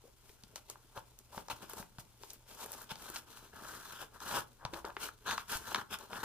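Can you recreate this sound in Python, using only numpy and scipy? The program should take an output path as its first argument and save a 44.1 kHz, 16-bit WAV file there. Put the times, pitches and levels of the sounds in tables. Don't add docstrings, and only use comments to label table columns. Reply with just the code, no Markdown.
import sys
import numpy as np
from scipy import signal
from scipy.fft import rfft, irfft, next_fast_len
from scipy.io import wavfile
from scipy.ndimage import map_coordinates

SR = 44100
rng = np.random.default_rng(int(sys.argv[2]) if len(sys.argv) > 2 else 0)


def undo_db(level):
    steps = np.asarray(level, float) / 20
    return 10 ** steps


def store_pcm(level_fs):
    pcm = np.round(np.clip(level_fs, -1, 1) * 32767).astype(np.int16)
    wavfile.write(sys.argv[1], SR, np.atleast_2d(pcm).T)


N = 275184
SECONDS = np.arange(N) / SR


def unit(x):
    return x / np.sqrt(np.mean(x ** 2) + 1e-20)


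def along(points, hz):
    point_hz, value = np.transpose(points)
    return np.interp(np.log(hz + 1), np.log(point_hz + 1), value)


def wobble(rate):
    knots = rng.standard_normal(int(N * rate / SR) + 4)
    return map_coordinates(knots, [np.arange(N) * rate / SR])


def filtered(x, response):
    size = next_fast_len(N + SR // 2)
    hz = np.fft.rfftfreq(size, 1 / SR)
    return irfft(rfft(x, size) * response(hz), size)[..., :N]


def modes(table):
    def response(hz):
        total = 0
        for k, (centre, width, db) in enumerate(table):
            peak = 1j * hz * width / (centre * centre - hz * hz + 1j * hz * width)
            total = total + (-1) ** k * undo_db(db) * peak
        return total
    return response


def colour(spectrum):
    return lambda hz: undo_db(along(spectrum, hz))


def spread(pair, alike):
    turn = lambda hz: np.arccos(np.clip(along(alike, hz), -1, 1)) / 2
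    mid, side = filtered(pair, lambda hz: np.array([np.cos(turn(hz)), np.sin(turn(hz))]))
    return np.array([mid + side, mid - side])


def slips(rate, life_s, scatter_db, smooth):
    chance, size_draw = rng.random((2, N))
    sizes = (chance < rate / SR) * undo_db(-scatter_db * np.log(size_draw + .02))
    train = signal.lfilter([1], [1, -np.exp(-1 / (life_s * SR))], sizes)
    envelope = (unit(train) + smooth) / (1 + smooth)
    return unit(envelope * rng.standard_normal((2, N)))


def add(track, s, sound):
    start = round(s * SR)
    track[:, start:start + sound.shape[-1]] += sound


# (per Hz, relative)
ROOM_TONE = [(15, -10), (25, 13.5), (123, 2.5), (344, -31), (887, -23), (2050, -18.5), (9570, -19),
             (15400, -34)]
# hz, likeness (0-1)
ALIKE_TONE = [(60, 0.79), (500, 0.05), (4000, 0.077)]


def room_tone():
    hiss = unit(spread(filtered(rng.standard_normal((2, N)), colour(ROOM_TONE)), ALIKE_TONE))
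    hum_hz = 119.5 + 1.1 * wobble(3.9)
    hum = np.sin(2 * np.pi * np.cumsum(hum_hz) / SR) * undo_db(-69.5)
    return hiss * undo_db(-68.0) + hum


# hz, fade_s
ROOM = [(150, 0.44), (1000, 0.25), (5000, 0.1)]


def room(x):
    hz, t, grains = signal.stft(rng.standard_normal((2, SR // 3)), SR, nperseg=256)
    fade = undo_db(-60 * t / along(ROOM, hz)[:, None])
    tail = signal.istft(grains * fade, SR, nperseg=256)[1]
    delayed = np.pad(x, (300, 0))[None]
    wet = signal.fftconvolve(delayed, tail / np.linalg.norm(tail[0]), axes=1)[:, :N]
    return spread(wet, ALIKE_TONE)


# start_s, level_db (before the onset softens it), pitch_hz
KNOCKS = [(0.04, -50, 430), (0.053, -48.5, 480), (0.078, -55, 550), (0.295, -51, 94.2), (0.299, -52, 420),
          (0.437, -48.5, 196), (0.699, -47, 416), (0.974, -43, 135), (1.374, -37.5, 183), (1.532, -42, 113),
          (1.735, -41, 416), (1.8, -39.5, 192), (1.986, -38.5, 142), (2.236, -49, 403), (2.655, -42.5, 428),
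          (2.708, -51, 493), (2.918, -37.5, 157), (3.1, -42, 347), (4.651, -32, 129), (4.661, -36, 967),
          (4.734, -35, 340), (4.846, -33.5, 414), (4.969, -39, 403), (5.555, -34, 61), (5.921, -45, 477)]


def knocks():
    track, t = np.zeros((2, N + SR)), np.arange(SR // 5) / SR
    onset = 1 - np.exp(-t / 0.00031)
    push = undo_db(-23.5) * np.sin(2 * np.pi * 62 * t) * undo_db(-60 * t / 0.43)
    for s, db, hz in KNOCKS:
        ring = np.sin(2 * np.pi * hz * t) * undo_db(-60 * t / 0.037)
        add(track[:1], s, undo_db(db) * (ring + push) * onset)
    return track[:, :N]


# pitch_hz, width_hz, level_db
WALL = [(558, 160, -3), (898, 205, 6), (1205, 380, 7.5), (1329, 200, 9.5), (1630, 280, 0.5)]


def wall_ring(near_edge):
    edge_power = 4 * (np.clip(near_edge, 0, 1) - .5)
    tilt = lambda hz: np.abs((1 + 1j * hz / 500) / (1 + 1j * hz / 2500)) ** edge_power
    steep = lambda hz: 1 / (1 - (hz / 1750) ** 2 + 1j * hz / 1750 * 1.16)
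    return lambda hz: modes(WALL)(hz) * tilt(hz) * steep(hz)


# time_s, nearness to the box edge (0-1)
PLACE = [(.9, 0.3), (1.4, 0), (1.8, 0.5), (2.2, 0), (3, 0.66), (4, 1), (4.4, 0.7), (4.8, 0.25), (5.3, 0.93),
         (5.8, 0.95), (6.24, 0.52)]


def edge_nearness(seconds):
    return np.interp(seconds, *np.transpose(PLACE))


LEAD_S = .001


def bursts(count, t60, response):
    t = np.arange(SR // 20) / SR
    settling = undo_db(-19 - 700 * t)
    envelope = np.where(t < LEAD_S, .15, undo_db(-60 * t / t60) + settling)
    noise = rng.standard_normal((count, 2, len(t))) * envelope
    noise[:, 0, round(LEAD_S * SR)] += 6
    rung = irfft(rfft(noise) * response(np.fft.rfftfreq(len(t), 1 / SR)))
    return rung / np.abs(rung).max(axis=(1, 2), keepdims=True)


# start_s, crack_peak_db, wall_peak_db, crack_pitch_hz
SNAPS = [(0.2926, -44, -58, 2970), (0.4354, -37, -57, 4400), (0.5576, -26.5, -39.5, 5000),
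         (0.5782, -46, -48, 3910), (0.6988, -25, -48, 7300), (0.7548, -67, -43, 3960),
         (0.9745, -38, -39, 2630), (1.1883, -33, -79, 7440), (1.3446, -52, -39.5, 7930),
         (1.377, -34, -29.5, 2700), (1.483, -32.5, -36.5, 4490), (1.499, -31.5, -33.5, 2540),
         (1.6962, -26, -43, 12100), (1.7333, -26, -44.5, 9600), (1.826, -40.5, -48, 1700),
         (1.9834, -38, -39, 3100), (2.2334, -34.5, -40, 4080), (2.3034, -28.5, -58, 5970),
         (2.3326, -28.5, -76, 13500), (2.5108, -41, -48, 2520), (2.6599, -25, -41.5, 11800),
         (2.718, -20.5, -57, 11200), (2.729, -30, -49, 8000), (2.818, -28.5, -47.5, 11800),
         (2.893, -38, -52, 3200), (2.9152, -27.5, -46, 3900), (2.9555, -34, -46, 3950),
         (3.0998, -23.5, -47, 8900), (3.159, -24.5, -39, 4130), (3.1634, -25, -44, 4070),
         (3.854, -34, -42.5, 7000), (4.2023, -33.5, -45, 4570), (4.311, -28.5, -32, 2500),
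         (4.6503, -23.5, -27, 3400), (4.7355, -32.5, -33, 3050), (4.741, -29.5, -37, 3400),
         (4.8447, -45, -33, 1500), (4.8502, -31, -45, 4000), (4.902, -42, -41, 2270),
         (4.9662, -26.5, -34.5, 1570), (5.0864, -47, -35, 3690), (5.3098, -23, -29.5, 3050),
         (5.3251, -37, -34, 3670), (5.3781, -24, -25.5, 3060), (5.394, -36, -39.5, 3300),
         (5.57, -22.5, -49, 7950), (5.7452, -16.5, -20.5, 3200), (5.7577, -23, -25.5, 3160),
         (5.813, -43, -36.5, 3000), (5.987, -32, -58, 8000), (6.1302, -32, -36.5, 2290),
         (6.1565, -37, -37, 2340), (6.231, -32.5, -36, 3460)]


def snaps():
    track = np.zeros((2, N + SR))
    s, crack_db, wall_db, centre_hz = np.transpose(SNAPS)
    near_edge = edge_nearness(s)[:, None, None]
    rings = bursts(len(s), 0.012, wall_ring(near_edge))
    centre_hz = centre_hz[:, None, None]
    width_hz = 1.57 * centre_hz
    cracks = bursts(len(s), 0.013, lambda hz: modes([(centre_hz, width_hz, 0)])(hz) ** 3)
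    for k, at in enumerate(s):
        add(track, at, undo_db(wall_db[k]) * rings[k] + undo_db(crack_db[k]) * cracks[k])
    return track[:, :N]


# start_s (of the hold), hold_s, wall_scrape_db,
# cardboard_rasp_db (over the scrape), tape_rustle_db (over the scrape)
STROKES = [(0.25, 0.1, -87, -18, 19), (0.558, 0.014, -63.5, 2, 9), (0.697, 0.036, -63.5, 2.5, 4),
           (0.96, 0.028, -48, -12, -9.5), (1.325, 0.085, -56.5, -9.5, 0), (1.499, 0.022, -43.5, -1.5, -3),
           (1.555, 0.024, -59.5, -3.5, -3), (1.62, 0.017, -48.5, -4.5, -5), (1.696, 0.048, -55, -8, -0.5),
           (1.77, 0.05, -51.5, -13, 2), (1.984, 0.022, -61, -26, 8.5), (2.214, 0.14, -82, 9, 22),
           (2.488, 0.064, -63, -8, 7), (2.587, 0.069, -52, -6, 3.5), (2.691, 0.15, -57.5, -12, 3),
           (2.906, 0.017, -47, -1, -3), (2.967, 0.19, -55.5, -6, 0.5), (3.143, 0.056, -56, -0.5, 2.5),
           (3.271, 0.2, -61.5, -2, -0.5), (3.537, 0.076, -54, -8.5, -6.5), (3.623, 0.19, -52, -8, -0.5),
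           (3.837, 0.17, -55.5, -3.5, -0.5), (4.011, 0.019, -45.5, -6.5, -5.5),
           (4.136, 0.033, -57.5, -14, -6), (4.215, 0.031, -49.5, -6, -4), (4.259, 0.11, -43, -7.5, -1.5),
           (4.347, 0.056, -38.5, -7, -3.5), (4.6, 0.078, -57.5, -42, -44), (4.735, 0.057, -46.5, -12.5, -7),
           (4.845, 0.053, -47.5, -19, -17), (5.003, 0.08, -51, -1.5, -0.5), (5.02, 0.026, -52, 5, 7.5),
           (5.267, 0.044, -39, -3.5, -8.5), (5.313, 0.032, -40, -6.5, -8), (5.373, 0.054, -59, 2.5, 0.5),
           (5.497, 0.072, -42.5, -3.5, 2.5), (5.596, 0.075, -61, -8, 2.5), (5.669, 0.027, -47.5, -6.5, 0),
           (5.712, 0.015, -44, -3.5, -3.5), (5.748, 0.066, -43.5, -9, -10.5),
           (5.919, 0.033, -44.5, -1, -1.5), (5.993, 0.072, -56, -6, -6), (6.111, 0.11, -47, -11.5, -7),
           (6.235, 0.013, -33.5, -22, -9.5)]
# level_db for wall, rasp, tape
RESTING_DB = [-75.5, -77.5, -70.5]
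BITE_DB_PER_S, RELEASE_DB_PER_S = 973, 587
DOME_DB = 4.5
FREED_S = .011


def stroke_gains():
    s, hold_s, wall_db, rasp_db, tape_db = np.transpose(STROKES)[:, :, None]
    t = np.arange(0, N / SR + .01, .001)
    bite_db = -BITE_DB_PER_S * np.maximum(s - t, 0)
    release_db = -RELEASE_DB_PER_S * np.maximum(t - s - hold_s, 0)
    dome_db = -DOME_DB * np.clip(2 * (t - s) / hold_s - 1, -1, 1) ** 2
    shape_db = bite_db + release_db + dome_db
    since_snap = s - np.transpose(SNAPS)[0]
    freed = (since_snap >= 0) & (since_snap < FREED_S)
    freed_at = np.where(freed, s - since_snap, 0).max(axis=1, keepdims=True)
    shape_db = np.where(t < freed_at, -200, shape_db)
    gains = []
    for db, rest_db in zip((wall_db, wall_db + rasp_db, wall_db + tape_db), RESTING_DB):
        gain = undo_db(db + shape_db).sum(axis=0) + undo_db(rest_db)
        gains.append(np.interp(SECONDS, t, gain))
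    return gains


# pitch_hz, width_hz, level_db
HOLLOW = [(56, 63, -6), (109.5, 50, -0.5), (157, 44, 1.5), (257, 132, -0.5), (423.7, 55, 4), (605, 420, -8)]


def hollow_shake(wall_gain):
    force = undo_db(-77.0) + undo_db(-17.5) * wall_gain ** 0.84
    return force * unit(filtered(slips(200, 0.0027, 1.0, 0.31), modes(HOLLOW)))


# (per Hz, relative)
TAPE = [(1470, -6.5), (2500, -6), (5500, -2), (11600, -3), (15400, -5.5)]


def tape_rustle(tape_gain, chatter, fused):
    rustle = unit(filtered(slips(2200, 0.0033, 6.3, 0.44) * chatter, colour(TAPE)))
    creases = unit(filtered(slips(240, 0.0009, 3.8, 0.05), colour(TAPE)))
    return tape_gain * rustle + undo_db(-6) * tape_gain / (1 + fused) * creases


# pitch_hz, width_hz, level_db (each before squaring)
RASP = [(2580, 3050, -0.5), (4010, 870, 3.5), (5690, 440, -1.5)]


def card_rasp(blade, rasp_gain):
    twice = lambda hz: modes(RASP)(hz) ** 2
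    bend = np.clip(.5 + 0.35 * wobble(22), 0, 1)
    slack = unit(filtered(blade, lambda hz: twice(hz * 1.1)))
    taut = unit(filtered(blade, lambda hz: twice(hz * .92)))
    return rasp_gain * unit(bend * taut + (1 - bend) * slack)


def wall_scrape(blade, wall_gain):
    near_edge = np.clip(edge_nearness(SECONDS) + 0.2 * wobble(14), 0, 1)
    panel, edge = (unit(filtered(blade, wall_ring(place))) for place in (0, 1))
    return wall_gain * ((1 - near_edge) * panel + near_edge * edge)


FUSE_DB = -39


def strokes():
    wall_gain, rasp_gain, tape_gain = stroke_gains()
    fused = wall_gain / undo_db(FUSE_DB)
    chatter = undo_db(1.5 * wobble(80) / (1 + fused))
    blade = slips(900, 0.0007, 2, 0.55 + fused) * chatter
    scrape = wall_scrape(blade, wall_gain) + card_rasp(blade, rasp_gain)
    return scrape + tape_rustle(tape_gain, chatter, fused) + hollow_shake(wall_gain)


# hz, likeness (0-1)
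ALIKE = [(60, 1), (300, 0.62), (1200, 1), (3000, 0.5), (10000, 0.35)]
# hz, difference_db
LEAN = [(60, -0.5), (300, 4.5), (10000, 2)]


def place_box(box):
    side, lag_s = np.array([[.5], [-.5]]), 6e-5
    lean = lambda hz: undo_db(side * along(LEAN, hz))
    lag = lambda hz: np.exp(-2j * np.pi * hz * side * lag_s)
    return filtered(spread(box, ALIKE), lambda hz: lean(hz) * lag(hz))


def scene():
    box = strokes() + snaps() + knocks()
    return place_box(box) + undo_db(-13.0) * room(box[0]) + room_tone()


def low_pass(x):
    return signal.sosfilt(signal.butter(12, 15500, fs=SR, output="sos"), x)


def record(dry):
    mix = filtered(dry, lambda hz: hz < 15500)
    return low_pass(mix)


dry = scene()
out = record(dry)
store_pcm(out)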